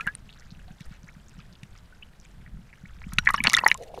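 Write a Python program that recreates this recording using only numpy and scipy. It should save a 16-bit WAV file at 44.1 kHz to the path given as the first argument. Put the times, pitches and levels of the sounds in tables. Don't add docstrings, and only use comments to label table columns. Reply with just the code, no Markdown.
import sys
import numpy as np
from scipy import signal
from scipy.fft import rfft, irfft, next_fast_len
from scipy.io import wavfile
from scipy.ndimage import uniform_filter1d, minimum_filter1d

SR = 44100
rng = np.random.default_rng(int(sys.argv[2]) if len(sys.argv) > 2 else 0)


def persist_wave(psi):
    counts = np.round(np.clip(psi, -1, 1) * 32767).astype(np.int16)
    wavfile.write(sys.argv[1], SR, np.atleast_2d(counts).T)


N = 176400
TIME_S = np.arange(N) / SR
RISE_CYCLES = 1.13


def amp(db):
    return 10 ** (np.asarray(db) / 20)


def unit(x):
    return x / np.sqrt(np.mean(x ** 2) + 1e-20)


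def add(mix, start_s, sound):
    part = mix[max(0, round(start_s * SR)):][:len(sound)]
    part += sound[:len(part)]


def level(points, column=1):
    curve = np.array(points)
    return amp(np.interp(TIME_S, curve[:, 0], curve[:, column]))


def decay(t, t60_s):
    return np.exp(-np.log(1000) * t / t60_s)


def colour(x, spectrum, tilt_db_per_octave=0, tilt_band_hz=(1050, 9240)):
    size = next_fast_len(len(x) + 2048) * 2
    octave = np.log2(np.fft.rfftfreq(size, 1 / SR) + 1)
    hz, db = np.transpose(spectrum)
    low, high = np.log2(tilt_band_hz)
    tilt_db = tilt_db_per_octave * (np.clip(octave, low, high) - low)
    cepstrum = irfft(np.log(amp(np.interp(octave, np.log2(hz), db) + tilt_db)))
    cepstrum[1:size // 2] *= 2
    cepstrum[size // 2 + 1:] = 0
    return irfft(rfft(x, size) * np.exp(rfft(cepstrum)))[:len(x)]


def drift(hz):
    lowpass = np.exp(-(np.fft.rfftfreq(N, 1 / SR) / hz) ** 2)
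    return unit(irfft(rfft(rng.standard_normal(N)) * lowpass, N))


def ring(hz, rise_s, t60_s, glide_per_s=0, max_glide=.09):
    t = np.arange(0, 1.3 * t60_s + 2 * rise_s, 1 / SR)
    envelope = (1 - np.exp(-(t / rise_s) ** 2)) * decay(t, t60_s)
    pitch_hz = hz * (1 + np.minimum(glide_per_s * t, max_glide))
    return envelope / envelope.max() * np.sin(2 * np.pi * np.cumsum(pitch_hz) / SR)


def swarm(per_s, low_hz, high_hz, min_cycles, spread_db, glide_per_s, count=40):
    out = np.zeros(N)
    rings = [ring(hz, RISE_CYCLES / hz, min_cycles * rng.uniform(1.0, 2.5) / hz, glide_per_s, .3)
             for hz in np.geomspace(low_hz, high_hz, count)]
    for when, kind, chance, sign in rng.random((int(per_s * N / SR), 4)):
        gain = np.sign(sign - .5) * amp(spread_db * min(-np.log(chance), 3))
        add(out, when * N / SR, gain * rings[int(kind * count)])
    return unit(out)


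# start_s, pitch_hz, level_db, rise_s, t60_s
TRAPPED_AIR = [(0.0, 1342, -30, 0.00017, 0.087), (0.008, 2470, -23.5, 0.00053, 0.025),
               (0.011, 1644, -32.5, 0.0007, 0.034), (0.043, 2060, -44, 0.00091, 0.08),
               (0.06, 1830, -34, 0.0015, 0.033), (0.0683, 1465, -25, 0.00016, 0.028),
               (0.0735, 1599, -15, 0.00064, 0.058), (0.0741, 2770, -29.5, 0.0005, 0.018),
               (0.151, 8860, -25.5, 0.00036, 0.0082), (0.681, 745, -50, 0.00024, 0.16),
               (1.9244, 1500, -45.5, 0.00027, 0.063), (3.1845, 2510, -5, 0.0011, 0.0025),
               (3.1856, 3860, -10.5, 0.0002, 0.014), (3.1851, 1442, -15, 0.00097, 0.027),
               (3.2703, 1800, -13.5, 0.0004, 0.013), (3.2733, 1945, 0, 0.0011, 0.0055),
               (3.288, 1630, -17.5, 0.0006, 0.043), (3.2876, 1122, -17.5, 0.0015, 0.046),
               (3.3005, 1960, -18.5, 0.0013, 0.024), (3.303, 1220, -15, 0.00077, 0.02),
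               (3.3409, 1148, -10.5, 0.0034, 0.02), (3.3428, 1440, -12, 0.0004, 0.012),
               (3.361, 5500, -30, 0.0032, 0.0054), (3.379, 2920, -26, 0.00027, 0.036),
               (3.38, 1700, -23, 0.00028, 0.036), (3.4035, 2286, -16.5, 0.0015, 0.011),
               (3.4395, 2220, -16, 0.00084, 0.006), (3.4395, 9420, -16.5, 0.0006, 0.0047),
               (3.446, 1950, -10.5, 0.00033, 0.005), (3.453, 2320, -16, 0.0014, 0.0061),
               (3.4627, 1830, -10, 0.00031, 0.0013), (3.4705, 1550, -9.5, 0.00033, 0.013),
               (3.4707, 4400, -4.5, 0.00026, 0.0096), (3.4707, 2740, 2, 0.00017, 0.0065),
               (3.4805, 1050, -16.5, 0.00052, 0.0044), (3.502, 2240, -33, 0.0046, 0.028),
               (3.4982, 5740, -11.5, 0.00016, 0.0026), (3.507, 4840, -19, 0.00019, 0.0039),
               (3.5206, 1147, -31, 0.0012, 0.051), (3.5325, 1308, -21, 0.00069, 0.058),
               (3.5394, 1984, -3, 0.00041, 0.019), (3.5395, 6870, -15.5, 0.001, 0.0039),
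               (3.5473, 3600, -7, 0.0034, 0.0084), (3.5478, 5450, -15, 0.00035, 0.0055),
               (3.5672, 1395, -14.5, 0.0017, 0.017), (3.5676, 6850, -12.5, 0.00017, 0.0031),
               (3.572, 1885, -17.5, 0.0028, 0.016), (3.585, 4700, -18, 0.00019, 0.008),
               (3.5895, 2690, -15, 0.0021, 0.013), (3.61, 1920, -29, 0.0027, 0.025),
               (3.637, 980, -13.5, 0.001, 0.015), (3.6443, 4390, -22, 0.0016, 0.0076),
               (3.6614, 882, -9.5, 0.00038, 0.045), (3.6642, 1940, -2.5, 0.0026, 0.0072),
               (3.684, 5550, -21, 0.0005, 0.0049), (3.701, 2780, -26, 0.00063, 0.014),
               (3.7154, 2210, -2.5, 0.00069, 0.0034), (3.716, 3830, -21, 0.00024, 0.01),
               (3.7433, 7260, -22, 0.0003, 0.0042), (3.7485, 1044, -30, 0.0008, 0.037),
               (3.9409, 716, -31.5, 0.0016, 0.015), (3.9764, 700, -26, 0.0034, 0.0025),
               (3.9813, 463, -28.5, 0.0024, 0.028)]

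def close_bubbles(flutter_db=2.5, glide_per_s=2.8, max_glide=.09):
    out = np.zeros(N)
    for start_s, hz, db, rise_s, t60_s in TRAPPED_AIR:
        first_hz = hz / (1 + min(glide_per_s * (rise_s + t60_s / 10), max_glide))
        add(out, start_s, amp(db) * ring(first_hz, rise_s, t60_s, glide_per_s, max_glide))
    return out * amp(flutter_db * drift(hz=418))


# start_s, level_db, tilt_db_per_octave, t60_s
WALL_IMPACTS = [(.007, -32.5, 3.5, 0.026), (0.0676, -34.5, 31, 0.0083), (0.073, -26.5, -5.5, 0.035),
                (0.151, -33, 1, 0.0041), (0.805, -41, 7, 0.018), (1.632, -34, 3.5, 0.011),
                (3.0172, -33, -8.5, 0.0069), (3.1198, -35.5, -10.5, 0.082), (3.134, -27.5, 19, 0.0097),
                (3.185, -14.5, 3, 0.019), (3.251, -38, 20, 0.009), (3.257, -28.5, 0.5, 0.029),
                (3.288, -16.5, -2.5, 0.023), (3.306, -26, 21, 0.011), (3.337, -27.5, 13, 0.013),
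                (3.343, -18, -2.5, 0.032), (3.438, -17, 11, 0.015), (3.449, -14.5, -7, 0.028),
                (3.462, -19, -3, 0.0095), (3.4708, -7, -2.5, 0.011), (3.481, -26, 5, 0.011),
                (3.493, -23.5, 12.5, 0.0039), (3.498, -11.5, 3, 0.0042), (3.516, -26, 1, 0.0052),
                (3.522, -27, 11, 0.0046), (3.533, -5.5, 14.5, 0.0038), (3.537, -18, 9.5, 0.028),
                (3.553, -33.5, 19, 0.014), (3.567, -11, 9.5, 0.0042), (3.585, -13, -3.5, 0.022),
                (3.651, -38, 13, 0.0093), (3.664, -4, -9, 0.0064), (3.678, -14.5, 34, 0.0066),
                (3.683, -18, -1, 0.016), (3.709, -36, 22, 0.005), (3.7144, -10, -4, 0.0088),
                (3.725, -36, 8, 0.0093), (3.743, -26.5, 5.5, 0.0079), (3.775, -35.5, 16, 0.0073),
                (3.824, -40.5, 5.5, 0.013), (3.833, -40, 9.5, 0.028)]
# frequency_hz, gain_db
WALL_SPECTRUM = [(100, -0.5), (500, -14), (1200, 5.5), (2200, 11), (3200, 1.5), (4100, 3.5), (4900, -9.5),
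                 (5800, -2.5), (8000, -14), (10000, -18.5), (13000, -25), (16000, -39)]

def slaps(rise_s=0.0013, gain_db=-1):
    out, t = np.zeros(N), np.arange(2400) / SR
    for start_s, db, tilt, t60_s in WALL_IMPACTS:
        envelope = (1 - np.exp(-t / rise_s)) * decay(t, t60_s)
        burst = colour(envelope * rng.standard_normal(len(t)), WALL_SPECTRUM, tilt)
        burst *= np.linalg.norm(envelope / envelope.max()) / np.linalg.norm(burst)
        add(out, start_s, amp(db + gain_db) * burst / 2)
    return out


def case_resonance(x, t60_s=0.016, ring_db=-18.5):
    t = np.arange(5000) / SR
    burst = rng.standard_normal(len(t)) * (1 - np.exp(-t / 0.0045)) * decay(t, t60_s)
    response = colour(burst, [(300, -5.0), (1200, 8.5), (3500, 10), (12000, -38)])
    return x + signal.fftconvolve(x, amp(ring_db) * response / np.linalg.norm(response))[:N]


# time_s, level_db
CHURN_LEVEL = [(3.1, -83), (3.24, -55), (3.39, -41.5), (3.425, -54), (3.56, -38), (3.62, -46), (3.68, -36),
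               (3.77, -68)]

def dive(spray_db=-12):
    churn = swarm(per_s=420, low_hz=850, high_hz=3170, min_cycles=26, spread_db=2, glide_per_s=3.1)
    spray = swarm(per_s=1000, low_hz=3600, high_hz=15000, min_cycles=10, spread_db=6, glide_per_s=4)
    return level(CHURN_LEVEL) * (TIME_S > CHURN_LEVEL[0][0]) * (churn + amp(spray_db) * spray)


# start_s, level_db, pitch_hz
WAVELET_KNOCKS = [(0.066, -31, 167), (0.52, -34, 157), (0.706, -35, 159.4), (0.807, -33, 152),
                  (0.909, -36.5, 164), (1.037, -36, 154), (1.164, -37.5, 160), (1.383, -38.5, 147),
                  (1.629, -33.5, 144), (2.541, -36.5, 172), (2.835, -33.5, 150), (3.065, -29.5, 174),
                  (3.13, -28.5, 157), (3.183, -22.5, 164), (3.338, -31, 171), (3.402, -28, 214),
                  (3.448, -26.5, 139), (3.474, -24.5, 217)]

def knocks(rise_s=0.0083, t60_s=0.021):
    out = np.zeros(N)
    for start_s, db, hz in WAVELET_KNOCKS:
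        add(out, start_s, amp(db) * ring(hz, rise_s, t60_s))
    return out


# start_s, level_db, pitch_hz
DROPLETS = [(0.292, -35.5, 2750), (0.327, -38.5, 3520), (0.3974, -39, 5770), (0.422, -42, 1800),
            (0.506, -37, 4200), (0.5492, -45.5, 2750), (0.6797, -45.5, 4030), (0.8071, -39, 3700),
            (0.857, -43, 9100), (1.032, -44, 5950), (1.284, -40, 6500), (1.403, -41, 2510),
            (1.527, -41, 4560), (1.5533, -41.5, 3380), (1.7768, -41.5, 5740), (2.2, -39, 6000),
            (2.4625, -38.5, 1880), (2.729, -36.5, 2100)]

def drops(cycles=16, main_db=-2, satellite_db=-9, scatter_s=0.015, satellites=4):
    out = np.zeros(N)
    for start_s, db, hz in DROPLETS:
        add(out, start_s, amp(db + main_db) * ring(hz, RISE_CYCLES / hz, cycles / hz))
        for lag, octave in rng.random((satellites, 2)):
            satellite_hz = hz * 2 ** (octave - .5)
            plink = ring(satellite_hz, RISE_CYCLES / satellite_hz, cycles / satellite_hz)
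            add(out, start_s + scatter_s * lag, amp(db + satellite_db) * plink)
    return out


# start_s, level_db, first_hz, last_hz, length_s
SURFACING_BUBBLES = [(1.076, -46, 1410, 2500, 0.02), (2.023, -42, 2180, 3680, 0.0129),
                     (2.849, -47, 1330, 2420, 0.0143), (3.032, -44, 1680, 3070, 0.02)]

def chirps(waver=0.087):
    out = np.zeros(N)
    shake, wobble = drift(hz=260), drift(hz=202)
    for start_s, db, first_hz, last_hz, length_s in SURFACING_BUBBLES:
        progress = np.linspace(0, 1, round(length_s * SR))
        span = round(start_s * SR) + np.arange(len(progress))
        hz = first_hz * (last_hz / first_hz) ** (progress ** 1.18) * (1 + waver * wobble[span])
        envelope = np.sin(np.pi * progress) * (1 + shake[span])
        add(out, start_s, amp(db) * envelope * np.sin(2 * np.pi * np.cumsum(hz) / SR))
    return out


# start_s, pitch_hz, level_db, t60_s
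FITTING_MODES = [(3.185, 5700, -41, 0.1), (3.307, 9500, -51, 0.051)]

def fittings():
    out = np.zeros(N)
    for start_s, hz, db, t60_s in FITTING_MODES:
        add(out, start_s, amp(db) * ring(hz, RISE_CYCLES / hz, t60_s))
    return out


# time_s, level_db
GURGLE_LEVEL = [(3.45, -64), (3.6, -53), (3.77, -62.5), (3.81, -40), (3.87, -51.5), (3.97, -50)]

def under_water(fizz_db=-62, submerged_s=3.75):
    gurgle = swarm(per_s=550, low_hz=420, high_hz=760, min_cycles=7, spread_db=1, glide_per_s=2)
    gurgle *= level(GURGLE_LEVEL) * (TIME_S > GURGLE_LEVEL[0][0])
    fizz = swarm(per_s=2000, low_hz=2300, high_hz=14000, min_cycles=10, spread_db=4, glide_per_s=0)
    fizz *= unit(amp(4 * drift(hz=50)))
    return gurgle + amp(fizz_db) * (TIME_S > submerged_s) * fizz


# time_s, rumble_level_db, slosh_level_db
SWAY_LEVELS = [(0, -44, -49), (.1, -43, -51.5), (.3, -48, -52.5), (.6, -46.5, -55), (.72, -45.5, -45),
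               (.82, -62, -60), (.89, -36, -56), (1, -50.5, -52.5), (2.3, -52, -57), (2.56, -43, -43.5),
               (2.72, -56, -54), (3.15, -37, -51), (3.44, -36.5, -40.5), (3.6, -56.5, -45.5),
               (3.88, -46.5, -56)]
# frequency_hz, gain_db
RUMBLE_SPECTRUM = [(10, -3.5), (22, -2.5), (48, -3), (80, -9), (130, -18), (300, -67)]
SLOSH_SPECTRUM = [(50, -24.5), (100, -3), (150, 1), (210, -2), (290, -19), (420, -27), (900, -72)]

def sway(rumble_db=-1, slosh_db=-3, rumble_lump_db=-2.0, slosh_lump_db=3.5):
    rumble = colour(rng.standard_normal(N), RUMBLE_SPECTRUM) * amp(rumble_lump_db * drift(hz=10.3))
    slosh = colour(rng.standard_normal(N) * amp(slosh_lump_db * drift(hz=23.5)), SLOSH_SPECTRUM)
    return (amp(rumble_db) * unit(rumble) * level(SWAY_LEVELS)
            + amp(slosh_db) * unit(slosh) * level(SWAY_LEVELS, column=2))


def swish(start_s=0.893, length_s=0.097, level_db=-59.5):
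    progress = np.clip((TIME_S - start_s) / length_s, 0, 1)
    return amp(level_db) * np.sin(np.pi * progress) * unit(colour(rng.standard_normal(N), WALL_SPECTRUM))


# frequency_hz, gain_db
WASH_SPECTRUM = [(100, -0.5), (300, 4.5), (500, 2.5), (900, 1.5), (1250, -1.5), (1600, 0.5), (2200, -5.5),
                 (4000, -8.5), (6000, -14.5), (9000, -15), (11000, -17.5), (12300, -18), (14700, -23),
                 (16000, -31)]
# time_s, level_db
WASH_LEVEL = [(0, -53.5), (.15, -60.5), (3.8, -61.5)]
TRICKLE_LEVEL = [(.1, -60), (.5, -57.5), (.8, -63), (1.5, -63.5), (2.6, -64.5), (3.2, -56), (3.75, -88)]

def sea(hiss_db=-1.5, plink_db=-3, fizz_db=-10, patch_db=1):
    hiss = unit(colour(rng.standard_normal(N), WASH_SPECTRUM)) * amp(patch_db * drift(hz=60))
    clumps = unit(amp(3.5 * drift(hz=16)))
    plinks = swarm(per_s=500, low_hz=1200, high_hz=3900, min_cycles=14, spread_db=4.5, glide_per_s=6)
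    fizz = swarm(per_s=350, low_hz=4600, high_hz=7800, min_cycles=13, spread_db=5, glide_per_s=6)
    trickle = clumps * (amp(plink_db) * plinks + amp(fizz_db) * fizz)
    return level(WASH_LEVEL) * amp(hiss_db) * hiss + level(TRICKLE_LEVEL) * trickle


def scene():
    near = close_bubbles() + chirps() + drops() + slaps() + fittings() + swish() + dive() + under_water()
    return (case_resonance(near) + knocks() + sway() + sea())[None]


def record(dry, ceiling=.95, cutoff_hz=15800):
    safe_gain = np.minimum(1, ceiling / (abs(dry) + 1e-9))
    smooth_gain = uniform_filter1d(minimum_filter1d(safe_gain, size=129), size=129)
    lowpass = signal.firwin(255, cutoff_hz, window=("kaiser", 9), fs=SR)
    return signal.oaconvolve(dry * smooth_gain, lowpass[None], "same")


dry = scene()
out = record(dry)
persist_wave(out)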